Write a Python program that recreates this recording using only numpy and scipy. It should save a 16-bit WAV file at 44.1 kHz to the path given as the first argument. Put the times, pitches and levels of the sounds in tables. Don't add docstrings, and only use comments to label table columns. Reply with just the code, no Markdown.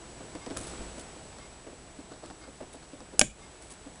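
import sys
import numpy as np
from scipy import signal
from scipy.fft import rfft, irfft, next_fast_len
from scipy.io import wavfile
from scipy.ndimage import uniform_filter1d, map_coordinates

SR = 44100
rng = np.random.default_rng(int(sys.argv[2]) if len(sys.argv) > 2 else 0)


def unload_audio(sound):
    columns = np.transpose(np.atleast_2d(sound))
    steps = np.round(np.clip(columns, -1, 1) * 32767)
    wavfile.write(sys.argv[1], SR, steps.astype(np.int16))


N = 176400


def amp(db):
    return 10 ** (np.asarray(db) / 20)


def unit(x):
    return x / np.sqrt(np.mean(x ** 2) + 1e-20)


def along(points, hz):
    f, v = np.transpose(points)
    return np.interp(np.log(hz + 1), np.log(f + 1), v)


def filtered(x, response):
    size = next_fast_len(N + SR // 2)
    return irfft(rfft(x, size) * response(np.fft.rfftfreq(size, 1 / SR)), size)[:N]


def noise(spectrum):
    return unit(filtered(rng.standard_normal(N), lambda hz: amp(along(spectrum, hz))))


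def since(s):
    return np.maximum(np.arange(N) / SR - s, 0)


def fade(t, t60, rise):
    return np.exp(-np.log(1000) * t / t60) * (1 - np.exp(-t / rise))


def strokes(rows):
    progress, gain = [0, .2, .6, 1.2], [0.0088, 0.9, 0.57, 0.011]
    return sum(amp(db) * np.interp(since(s) / length, progress, gain) for s, length, db in rows)


def ring(modes, s, rise):
    start = int(s * SR)
    t = since(s)[start:start + SR // 2]
    ringing = sum(amp(db) * fade(t, t60, rise) * np.sin(2 * np.pi * hz * t) for hz, db, t60 in modes)
    return np.pad(ringing, (start, N))[:N]


def blows(rows, modes, spectrum, grit_db, grit_t60, rise):
    grit = amp(grit_db) * noise(spectrum)
    return sum(amp(db) * (ring(modes, s, rise) + grit * fade(since(s), grit_t60, rise))
               for s, db in rows)


# f/Hz, level/dB
TICK_MODES = [(1152, -2), (2135, 0.5), (3655, -8), (4960, -7), (5776, -10)]


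def ticks(first_s=.41, period_s=1, level_db=-57.5, rise=0.025, t60=0.17):
    ticking = 0
    for k in range(4):
        t = since(first_s + k * period_s)
        tone = sum(amp(db) * np.sin(2 * np.pi * (hz * t + rng.random())) for hz, db in TICK_MODES)
        ticking += fade(t, t60, rise) * tone
    return amp(level_db) * ticking / fade(since(0), t60, rise).max()


# f/Hz, level/dB
ROOM_TONE = [(12, -29), (20, 2.5), (169, -2), (271, -3), (343, -1), (523, -5), (681, -4), (1180, -11),
             (1500, -11.5), (1670, -13), (4780, -17.5), (6050, -18), (7870, -19.5), (9980, -20.5),
             (10800, -29), (14000, -54), (22000, -120)]
# t/s, level/dB
SWELL = [(0, 2.5), (.47, 3.5), (.58, 5), (.7, 8), (1.1, 3.5), (1.7, 0), (2.4, -0.5), (3.2, -1),
         (3.25, -1.5), (3.345, -5.5), (3.4, 0), (4, 0)]


def background(repeat_hz=59.827, whine_hz=7867.3):
    t = since(0)
    room_tone = amp(-51) * noise(ROOM_TONE)
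    hum = amp(-63) * np.sin(2 * np.pi * repeat_hz * t)
    whine_t = t % (1 / repeat_hz)
    whine = amp(-60.5) * np.sin(2 * np.pi * whine_hz * whine_t)
    swell = amp(np.interp(t, *np.transpose(SWELL)))
    return swell * (room_tone + np.sqrt(2) * (hum + whine) + ticks())


# f/Hz, t60/s
ROOM_DECAY = [(150, 0.35), (1000, -0.01), (2500, 0.28), (8000, 0.23)]
# f/Hz, level/dB
REFLECTIONS = [(100, 11), (220, -3), (400, 5), (950, -1), (1600, -1), (2450, -4.5), (3000, -8), (3400, -4),
               (4400, -10), (5700, -10.5), (7000, 0), (9000, 0), (9900, -9)]


def room(x, wet_db=-16.5, build_s=0.0013):
    hz, t, bands = signal.stft(rng.standard_normal(SR // 2), SR, nperseg=256)
    colour = amp(along(REFLECTIONS, hz))[:, None]
    decay = fade(t, along(ROOM_DECAY, hz)[:, None], build_s)
    tail = signal.istft(bands * colour * decay, SR, nperseg=256)[1]
    return amp(wet_db) * signal.fftconvolve(x, tail / np.linalg.norm(tail))[:N]


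# t/s, length/s, level/dB
GRIP_SHIFTS = [(.56, 0.11, -45), (.79, 0.066, -38), (1.38, 0.13, -57)]
# f/Hz, level/dB
GRIP_SPECTRUM = [(20, -16), (50, 1.5), (120, -25), (250, -14.5), (600, -35), (2000, -72)]


def grip():
    return strokes(GRIP_SHIFTS) * noise(GRIP_SPECTRUM)


# t/s, length/s, level/dB
SKIN_RUBS = [(.572, 0.037, -40.5), (.595, .14, -44.5), (.978, .04, -41), (2.725, 0.033, -52.5),
             (3.61, 0.078, -53.5), (3.698, 0.052, -47)]
# f/Hz, level/dB
SKIN_SPECTRUM = [(500, 0), (2000, -7), (5000, -6), (8000, -2.5), (10000, 2), (11000, -12.5)]
# t/s, length/s, level/dB
WOOD_SCUFFS = [(2.10, 0.089, -53), (2.21, 0.15, -54), (2.41, 0.063, -50), (2.82, .04, -56)]
# f/Hz, level/dB
WOOD_SPECTRUM = [(500, -4), (900, -12), (1300, 2.5), (2000, -16), (3000, -22), (4400, -5), (6000, -18),
                 (10000, -26)]


def friction(grain_db=4.5, grains_per_s=300):
    roughness = map_coordinates(rng.standard_normal(N // 10), [since(0) * grains_per_s])
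    grain = amp(grain_db * roughness)
    skin = strokes(SKIN_RUBS) * unit(noise(SKIN_SPECTRUM) * grain)
    wood = strokes(WOOD_SCUFFS) * unit(noise(WOOD_SPECTRUM) * grain)
    return skin + wood


# t/s, level/dB, rise/s
FINGER_BUMPS = [(0.201, -33.5, .008), (0.35, -32.5, 0.0006), (0.465, -31, 0.0017), (0.502, -32.5, .003),
                (.511, -32.5, 0.0025), (0.569, -37, .001), (0.605, -39, .002), (0.734, -42, .001),
                (0.802, -34, 0.0072), (0.978, -38, 0.0023), (1.16, -43, 0.0033), (1.386, -44.5, 0.0011),
                (1.665, -29.5, 0.014), (1.725, -40, 0.0043), (1.987, -37.5, 0.0037), (2.112, -35, 0.0093),
                (2.232, -34.5, 0.0027), (2.301, -37, 0.0024), (2.475, -38, .008), (2.603, -32.5, .004),
                (2.621, -36, 0.0032), (2.743, -38, 0.0036), (2.932, -38, 0.0029), (3.007, -37.5, 0.0067),
                (3.128, -32.5, 0.011), (3.861, -35.5, .006)]
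# f/Hz, width/Hz, level/dB
HELD_MODES = [(288, 51, 0), (496, 67, -6), (615, 100, -7), (1190, 260, -32.5)]


def finger_bumps(t60=.085):
    def body(f):
        return sum((-1) ** k * amp(db) * 1j * f * width / (hz * hz - f * f + 1j * f * width)
                   for k, (hz, width, db) in enumerate(HELD_MODES))

    power = sum((amp(db) * fade(since(s), t60, rise)) ** 2 for s, db, rise in FINGER_BUMPS)
    stir = filtered(rng.standard_normal(N), body)
    running_rms = np.sqrt(np.abs(uniform_filter1d(stir ** 2, size=700)) + 1e-20)
    return stir / running_rms * np.sqrt(power)


# t/s, level/dB, t60/s, rasp over tap/dB
WIRE_CLICKS = [(0.352, -31.5, 0.011, -12), (0.463, -30, 0.01, -20), (0.502, -35.5, .009, -14),
               (0.508, -33, 0.01, -12), (0.566, -27, .008, -12), (0.5705, -27, 0.019, 5.5),
               (0.737, -36, 0.0082, -15), (0.999, -39, .005, -2), (1.385, -39, 0.012, -3),
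               (2.26, -44, .01, 9), (2.301, -40, 0.015, -6), (2.933, -45, .01, -18),
               (3.005, -33.5, 0.0078, -13), (3.958, -47, 0.009, 6)]
# f/Hz, level/dB
TAP_SPECTRUM = [(300, 4.5), (800, 3), (1300, 5), (2300, -7.5), (3300, -5.5), (5200, -3.5), (6500, -11.5),
                (8000, -11), (10500, -18)]
# f/Hz, level/dB
RASP_SPECTRUM = [(300, -18), (2000, -8.5), (5000, -9.5), (8000, 1.5), (10500, 1.5)]


def wire_clicks(rise=0.00031):
    tap, rasp = noise(TAP_SPECTRUM), noise(RASP_SPECTRUM)
    return sum(amp(db) * fade(since(s), t60, rise) * (tap + amp(rasp_db) * rasp)
               for s, db, t60, rasp_db in WIRE_CLICKS)


# t/s, level/dB
SPRING_SLIPS = [(3.1940, 1), (3.1948, -10), (3.2028, -19), (3.2078, -25), (3.2103, -33)]
# f/Hz, level/dB, t60/s
SPRING_MODES = [(240, -48, 0.022), (650, -34, 0.02), (775, -18.5, 0.014), (1660, -21.5, 0.01),
                (2920, -14.5, 0.0078), (3340, -27, .008), (5550, -8, 0.008), (6620, -5, .006),
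                (7660, -10, .007), (8470, -8.5, 0.0064), (9750, -2, 0.0064), (10280, -20, .008)]
# f/Hz, level/dB
CRACK_SPECTRUM = [(100, -24), (1000, -23), (4000, 6), (5800, -5), (7000, 20), (9000, 11), (10500, 2)]


def spring_crack():
    return blows(SPRING_SLIPS, SPRING_MODES, CRACK_SPECTRUM, grit_db=-12.5, grit_t60=0.013, rise=.00005)


# t/s, level/dB
JAW_CLAPS = [(3.2126, -14.5), (3.2135, 1), (3.2179, -22)]
# f/Hz, level/dB, t60/s
JAW_MODES = [(240, -36, 0.03), (598, -17, 0.049), (778, -19, 0.033), (1230, -21.5, 0.016),
             (1607, -16.5, 0.022), (1790, -18.5, 0.015), (2280, -14.5, 0.011), (2454, -10, 0.01),
             (2928, -15.5, 0.021), (3030, -20.5, .016), (3300, -16, 0.013), (4290, -12.5, 0.0072),
             (5670, -9.5, 0.008), (6820, -15, 0.0055), (7160, -6.5, 0.0053), (7660, -16.5, 0.0066),
             (10100, -21, 0.016)]
# f/Hz, level/dB
CLAP_SPECTRUM = [(100, -37), (700, 2), (1000, -11), (2500, 1), (4500, 0.5), (7500, -1), (10500, -1.5)]
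# f/Hz, level/dB, t60/s
HAND_MODES = [(54.7, -42, 0.39), (133, -37, .17), (194, -41.5, 0.13), (246, -16.5, 0.041),
              (322, -31, 0.059)]


def jaw_clap():
    clap = blows(JAW_CLAPS, JAW_MODES, CLAP_SPECTRUM, grit_db=-14.5, grit_t60=0.023, rise=.00015)
    shudder = ring(HAND_MODES, JAW_CLAPS[-1][0], rise=0.0023)
    return clap + shudder


def scene():
    peg = spring_crack() + jaw_clap() + finger_bumps() + wire_clicks() + friction() + grip()
    return (peg + room(peg) + background())[None]


def record(dry, mic_top_hz=10600, output_top_hz=16000):
    def low_pass(x, top_hz):
        return filtered(x, lambda hz: 1 / np.sqrt(1 + (hz / top_hz) ** 120))

    clipped = np.clip(low_pass(dry[0], mic_top_hz), -1, 1)
    return low_pass(clipped, output_top_hz)[None]


dry = scene()
out = record(dry)
unload_audio(out)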